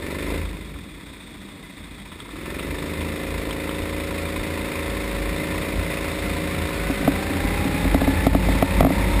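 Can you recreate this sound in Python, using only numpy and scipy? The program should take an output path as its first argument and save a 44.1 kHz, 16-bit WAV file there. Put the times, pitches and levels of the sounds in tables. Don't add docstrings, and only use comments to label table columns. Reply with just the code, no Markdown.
import sys
import numpy as np
from scipy import signal
from scipy.fft import rfft, irfft, next_fast_len
from scipy.io import wavfile
from scipy.ndimage import uniform_filter1d

SR = 44100
rng = np.random.default_rng(int(sys.argv[2]) if len(sys.argv) > 2 else 0)


def store_pcm(level_fs):
    pcm = np.round(np.clip(level_fs, -1, 1) * 32767).astype(np.int16)
    wavfile.write(sys.argv[1], SR, np.atleast_2d(pcm).T)


def voltage_ratio(decibels):
    exponent = np.asarray(decibels, float) / 20
    return 10 ** exponent


N = 405719


def rms_one(x):
    return x / np.sqrt(np.mean(x ** 2) + 1e-20)


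def in_time(rows):
    s, *columns = np.transpose(rows)
    return [np.interp(np.arange(N) / SR, s, c) for c in columns]


def at_hz(points, hz):
    point_hz, value = np.transpose(points)
    return np.interp(np.log(hz), np.log(point_hz), value)


def drift(rate_hz):
    r = np.exp(-80 * np.pi * rate_hz / SR)
    slow = signal.lfilter([1], [1, -2 * r, r * r], rng.standard_normal(N // 40 + 2002))[2000:]
    return np.interp(np.arange(N) / 40, np.arange(len(slow)), rms_one(slow))


def coloured(spectrum):
    size = next_fast_len(N)
    hz = np.maximum(np.fft.rfftfreq(size, 1 / SR), 1)
    white = rfft(rng.standard_normal(size))
    return rms_one(irfft(white * voltage_ratio(at_hz(spectrum, hz)), size)[:N])


def resonance(x, hz, width_hz):
    r = np.exp(-np.pi * width_hz / SR)
    poles = [1, -2 * r * np.cos(2 * np.pi * hz / SR), r * r]
    return signal.lfilter([(1 - r * r) / 2, 0, (r * r - 1) / 2], poles, x)


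def struck(times_s, peaks_db, hz, level_db, t60_s):
    clicks = np.full(N, 1e-18)
    clicks[(np.asarray(times_s) * SR).astype(int)] = voltage_ratio(peaks_db + level_db)
    r, w = voltage_ratio(-60 / (t60_s * SR)), 2 * np.pi * hz / SR
    return signal.lfilter([0, np.sin(w)], [1, -2 * r * np.cos(w), r * r], clicks)


def crack(times_s, peaks_db, t60_s):
    touch = np.full(N, 1e-18)
    touch[(times_s * SR).astype(int)] = voltage_ratio(peaks_db)
    envelope = signal.lfilter([1], [1, -voltage_ratio(-60 / (t60_s * SR))], touch)
    return envelope * coloured([(700, -40), (1300, 9), (3700, 21.5), (5900, -78), (7000, -68)])


def per_cycle(cycles, spread_db):
    return voltage_ratio(spread_db * rng.standard_normal(400)[cycles.astype(int)])


def follow(law, controls_db):
    return law[0] + sum(share * c for share, c in zip(law[1:], controls_db))


def exhaust_note(rate_hz, cycles, note_db):
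    # multiple of firing rate, level/dB
    orders = [(1, -24), (2, -19), (3, -0.5), (4, -40), (5, -15.5), (6, -7), (7, -8.5), (8, -20), (9, -6),
              (10, -24), (11, -3.5), (12, -25), (13, -10), (14, -0.5), (15, -6), (16, -1.5), (17, 0.5),
              (18, -5), (19, -4), (20, 0.5), (21, -15), (22, -2), (23, -17), (24, -3.5), (25, -2),
              (26, -3.5), (27, -6.5), (28, -42), (29, -25), (30, -21)]
    # f/Hz, gain/dB
    silencer = [(25, -2), (60, 2.5), (100, 0.5), (200, -0.5), (300, 3.5), (400, -3.5), (485, -9.5),
                (555, -1), (620, -11), (690, -15), (800, -9.5), (950, -13)]
    # centre t/s, length/s, gain/dB
    slack_s, slack_length_s, slack_depth_db = (5.44, .42, -18)
    step = 8
    t = np.arange(0, N, step) / SR
    slack_db = slack_depth_db * np.exp(-((t - slack_s) / slack_length_s) ** 4)
    out = 0
    for order, level_db in orders:
        wander_db = 0.56 * drift(2.8)[::step] + slack_db * (order < 5)
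        phase = 2 * np.pi * order * cycles[::step] + np.pi / 2 * (order % 2)
        phase = phase + .5 * rng.standard_normal() + 0.39 * drift(1.6)[::step]
        colour_db = at_hz(silencer, order * rate_hz[::step])
        out += voltage_ratio(level_db + colour_db + wander_db) * np.cos(phase)
    return -voltage_ratio(note_db + 5.0) * rms_one(signal.resample_poly(out, step, 1)[:N])


def rough_exhaust(cycles, rough_db):
    # f/Hz, density/dB per Hz
    spectrum = [(53, -31), (90, 10.5), (113, -14), (306, 2.5), (371, -15), (405, -2.5), (610, -7),
                (825, -22), (900, -29), (1170, -23), (1980, -120)]
    puff = .5 + np.exp(-3.0 * (2 * cycles % 1))
    return voltage_ratio(rough_db) * rms_one(coloured(spectrum) * puff * per_cycle(2 * cycles % 400, 1.05))


def pops(cycles, pop_db):
    # f/Hz, level/dB, t60/s
    port = [(315, 0, .024), (520, -6, .01)]
    at = np.flatnonzero(np.diff(np.floor(2 * cycles)))
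    weak = np.floor(2 * cycles[at + 1]) % 2 == 0
    strength_db = pop_db[at] + 3 - 6.0 * weak + .8 * rng.standard_normal(800)[:len(at)]
    return -sum(struck(at / SR, strength_db, *mode) for mode in port)


def mechanical_hiss(cycles, hiss_db, steady):
    # f/Hz, density/dB per Hz
    spectrum = [(380, -36), (650, -9), (812, -13), (924, -5.5), (1640, -8.5), (2070, -2), (3030, -14),
                (3710, -12), (5470, -20.5), (5950, -25.5), (7740, -49), (13100, -120)]
    # f/Hz, width/Hz, level over hiss/dB
    housing = [(1017, 125, 6), (1342, 67, 2.5), (1777, 29, 8.5), (2037, 88, 5), (2457, 255, 5.5),
               (2650, 50, -15), (3610, 110, 9), (5320, 150, 5)]
    burst = np.exp(-3 * ((cycles + .05) % 1)) + .3 * np.exp(-5 * ((cycles + .55) % 1))
    burst = uniform_filter1d(burst * per_cycle(cycles + 0.062, 0.15), size=240)
    noise = coloured(spectrum) * (steady + burst) * voltage_ratio(.8 * drift(90.0))
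    rattle = coloured(spectrum) * (steady / 5 + burst) * voltage_ratio(drift(90.0))
    rings = sum(voltage_ratio(db + 2.4 * drift(18.5)) * resonance(rattle, hz, width) for hz, width, db in housing)
    return voltage_ratio(hiss_db) * rms_one(0.9 * noise + rings)


def spray(cycles):
    # f/Hz, density/dB per Hz
    spectrum = [(1470, -35), (2500, 2), (2910, -43), (3190, -13), (3330, 4.5), (3770, 4), (3950, -9),
                (5900, -14), (7670, -56), (13000, -120)]
    level_db = -50.5
    stir = 1 + 0.2 * np.cos(4 * np.pi * cycles)
    return voltage_ratio(level_db) * coloured(spectrum) * stir * voltage_ratio(1.0 * drift(21.0))


def chain(cycles, tooth_hz, road_db, locked):
    # f/Hz, width/Hz, level/dB
    guard = [(610, 84, -34), (800, 310, -45), (1070, 53, -23.5), (1510, 71, -29), (1730, 75, -36.5)]
    growth_per_db, lock_gain_db = 2.8, 7
    overtone_db, half_tooth_db = -7, -48

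    def swell(multiple):
        return sum(voltage_ratio(db) / (1 + (2 * (multiple * tooth_hz - hz) / width) ** 2) for hz, width, db in guard)

    phase = 2 * np.pi * np.cumsum(tooth_hz) / SR + .3 * drift(5)
    tug = np.sqrt(2) * (1 + 0.71 * np.cos(2 * np.pi * cycles))
    whine_flutter_db, overtone_flutter_db = 1.5 * drift(4), 2.5 * drift(6)
    growth = voltage_ratio(growth_per_db * (road_db - 7.5) + lock_gain_db * locked)
    links = locked * voltage_ratio(half_tooth_db + whine_flutter_db) * np.sin(phase / 2)
    whine = swell(1) * voltage_ratio(whine_flutter_db) * np.sin(phase)
    overtone = swell(2) * voltage_ratio(overtone_db + overtone_flutter_db) * np.sin(2 * phase)
    return links + tug * growth * (whine + overtone)


def shaking(controls_db):
    # t/s, peak/dB, length/s, upper modes relative/dB
    patches = [(0.422, -31.5, 0.11, -34), (0.71, -41, 0.17, -12), (2.87, -39, 0.32, -7),
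               (3.404, -29.5, 0.1, -27), (3.822, -21, 0.012, -20), (4.123, -35, 0.035, -13),
               (4.407, -23, 0.031, -17), (4.59, -40, 0.024, -1), (4.897, -35.5, 0.041, -10.5),
               (5.3, -35, 0.18, -12), (5.614, -39, 0.023, -1), (5.79, -26.5, 0.043, -13),
               (6.33, -62, 0.015, -15), (6.457, -42, 0.023, -15), (6.642, -28, 0.079, -15),
               (6.892, -38, 0.023, -19), (7.092, -23.5, 0.065, -4), (7.462, -32, 0.026, 0),
               (7.612, -31.5, 0.14, -4), (7.852, -22, 0.028, -27), (7.984, -23, 0.11, -15),
               (8.294, -45, .03, 6), (8.395, -25, 0.15, -5.5), (8.838, -13, 0.048, -1),
               (9.14, -24, 0.059, -27)]
    # f/Hz, width/Hz, level/dB
    low_modes = [(50.8, 3.15, -1), (80.8, 7, -4.5)]
    high_modes = [(127, 53, -8), (156, 42, 18), (185.2, 23.5, 11), (270.3, 36, 14.5)]
    # base/dB, then dB per dB of load, crank speed, road speed
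    low_law = (-41, -0.2, 2, 1.87)
    high_law = (-42.5, -0.1, 1, 1.8)
    s, low_db, length_s, upper_db = np.transpose(patches)
    t = np.arange(0, N, 40) / SR
    swells = np.exp(-((t[:, None] - s) / length_s) ** 2)
    out = 0
    for law, patch_db, modes in ((low_law, low_db, low_modes), (high_law, low_db + upper_db, high_modes)):
        level = voltage_ratio(follow(law, controls_db)) + np.interp(np.arange(N) / SR, t, swells @ voltage_ratio(patch_db))
        road = rng.standard_normal(N) * voltage_ratio(1.1 * drift(10.0))
        rings = 0
        for hz, width, db in modes:
            ring = resonance(resonance(road, hz, 2 * width), hz, 2 * width)
            rings = rings + voltage_ratio(db) * ring / np.sqrt(width)
        out = out + level * rms_one(rings)
    return out


def clinks():
    # t/s, peak/dB, bright part relative/dB
    contacts = [(0.761, -33, -14), (0.8565, -38, -12), (1.9988, -48, 8), (2.1187, -30, -5),
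                (2.203, -31.5, -2), (2.2682, -49, -5), (2.2914, -30, -12), (2.358, -31, -16),
                (2.595, -25, -1), (3.0087, -29, -1), (3.509, -29, 4), (3.6926, -19, -9), (5.1074, -38, 0),
                (6.1124, -32, -7)]
    s, peak_db, bright_db = np.transpose(contacts)
    dull = struck(s, peak_db, 1140, -1.7, 0.014) + struck(s, peak_db, 1310, -8, 0.027)
    return dull + crack(s, peak_db + bright_db - 2.5, 0.061)


def mount():
    # t/s, snap peak/dB, body ring relative/dB
    knocks = [(6.579, -32, -9), (6.897, -24, 12), (7.027, -25, 3), (7.077, -7, 1), (7.851, -21, 8),
              (7.945, -10, 3), (8.016, -14, 3.5), (8.076, -15.5, 7), (8.267, -5, 0), (8.328, -29, 13),
              (8.349, -8, 2), (8.486, -16, 4.5), (8.625, -4, -5), (8.807, -1.5, -8), (8.828, -7, -11),
              (8.848, -2.5, 1), (8.867, -8, -1), (8.904, -12.5, 2.5)]
    # t/s, peak/dB
    bumps = [
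        (7.005, -22),
        (7.137, -32),
        (7.306, -20),
        (7.36, -19),
        (7.446, -16.5),
        (7.653, -12),
        (7.743, -14.5),
        (8.551, -13),
        (9.006, -18.5),
        (9.156, -20),
    ]
    # f/Hz, level/dB, t60/s
    snap = [(672, 4, .018), (1056, -7.5, 0.014), (1350, -20.5, 0.018), (1970, -19, 0.03)]
    tick = [(1250, -14, .008), (2050, -15, .008), (2900, -22, .006)]
    body = (274.7, 0, 0.11)
    thump = (150, 4, .016)
    s, peak_db, body_db = np.transpose(knocks)
    out = -sum(struck(s + .001, peak_db, *mode) for mode in snap)
    out += struck(s + .003, peak_db + body_db, *body)
    out += struck(s + .002, peak_db - 8, *thump)
    out += crack(s - .001, peak_db - 24, .012)
    out -= sum(struck(s - .0012, peak_db, *mode) for mode in tick)
    return out + struck(*np.transpose(bumps), *body)


def scene():
    # t/s, firing rate/Hz
    speed = [(0, 23.0), (.2, 25.4), (.33, 26.6), (.42, 27.0), (.6, 24.5), (1.1, 14.5), (1.6, 13.6),
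             (2.1, 14), (2.3, 18), (2.46, 22), (2.61, 24.7), (2.79, 26.4), (3.25, 27.2), (3.43, 27.0),
             (4.0, 27.8), (4.38, 27.9), (7.05, 27.9), (9.2, 28)]
    # t/s, f/Hz
    teeth = [
        (0, 390),
        (3.6, 400),
        (4.2, 460),
        (5.3, 587),
        (6, 668),
        (7, 758),
        (7.3, 797),
        (8.3, 879),
        (8.8, 917),
        (9.2, 941),
    ]
    # t/s, level re full load/dB
    load = [(0, -7), (.12, -0.5), (.36, 4.5), (.44, -16), (.58, -26), (.7, -35), (.9, -36), (1.05, -30),
            (2.15, -29), (2.3, -24), (2.5, -4.5), (2.8, -2), (3.1, 1.5), (9.2, -1.5)]
    # base/dB, then dB per dB of load, crank speed, road speed
    note_law = (-34, 0.43, 1.54, 0.2)
    rough_law = (-39.5, .28, -0.1, -0.4)
    pop_law = (-28.5, 0.3, 2.8, -2.8)
    hiss_law = (-32.5, 0.36, 0.5, 0.1966)
    # base/1, then 1 per dB of the same controls
    steady_law = (.55, -.012, 0, .07)
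    teeth_per_cycle = 28
    (slip_hz,), (tooth_hz,), (load_db,) = in_time(speed), in_time(teeth), in_time(load)
    locked_hz = tooth_hz / teeth_per_cycle
    rate_hz = np.maximum(slip_hz, locked_hz)
    cycles = np.cumsum(rate_hz) / SR + .47
    road_db = 20 * np.log10(tooth_hz / 400)
    controls_db = load_db, 20 * np.log10(rate_hz / 27.9), road_db
    locked = np.clip(30 * (locked_hz / slip_hz - .97), 0, 1)

    engine = exhaust_note(rate_hz, cycles, follow(note_law, controls_db))
    engine += rough_exhaust(cycles, follow(rough_law, controls_db))
    engine += pops(cycles, follow(pop_law, controls_db))
    engine += mechanical_hiss(cycles, follow(hiss_law, controls_db), follow(steady_law, controls_db))
    kart = engine + spray(cycles) + chain(cycles, tooth_hz, road_db, locked)
    return (kart + shaking(controls_db) + clinks() + mount())[None]


def duck(x):
    from_db, share, recover_db_per_s, attack_s = -3, 1.5, 48, .012
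    climb_db = recover_db_per_s * np.arange(N) / SR
    held_db = np.maximum.accumulate(20 * np.log10(np.abs(x) + 1e-9) + climb_db, axis=1) - climb_db
    r = np.exp(-1 / (attack_s * SR))
    return x * voltage_ratio(-share * signal.lfilter([1 - r], [1, -r], np.maximum(held_db - from_db, 0)))


def drop_faint(x, share):
    hz, _, cells = signal.stft(x, SR, nperseg=2048)
    power = uniform_filter1d(np.abs(cells) ** 2, size=4, axis=0)
    level_db = 10 * np.log10(uniform_filter1d(power, size=2, axis=1) + 1e-20)
    treble = (hz > 4500) & (hz < 15300)
    margin_db = level_db - .95 * level_db[treble].mean(axis=0) - 3 * (hz[:, None] > 10200)
    faint = treble[:, None] & (margin_db < np.quantile(margin_db[treble], share))
    return signal.istft(cells * ~faint, SR, nperseg=2048)[1][:N]


def roll_off(x):
    return signal.sosfilt(signal.butter(12, 15860, fs=SR, output="sos"), x)


def record(dry):
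    low_rate_hz, cutoff_hz, top = 12000, 15000, .74
    up, down = low_rate_hz // 300, SR // 300
    sparse = signal.resample_poly(duck(dry), up, down, axis=1)
    limited = sparse / (1 + (sparse / top) ** 4) ** .25
    held = signal.resample_poly(np.repeat(limited, 4, axis=1), down, 4 * up, axis=1)
    low_pass = signal.ellip(10, .5, 60, cutoff_hz, fs=SR, output="sos")
    cut = signal.sosfilt(low_pass, held[0, :N])
    mix = drop_faint(cut, .15)[None]
    return roll_off(mix)


dry = scene()
out = record(dry)
store_pcm(out)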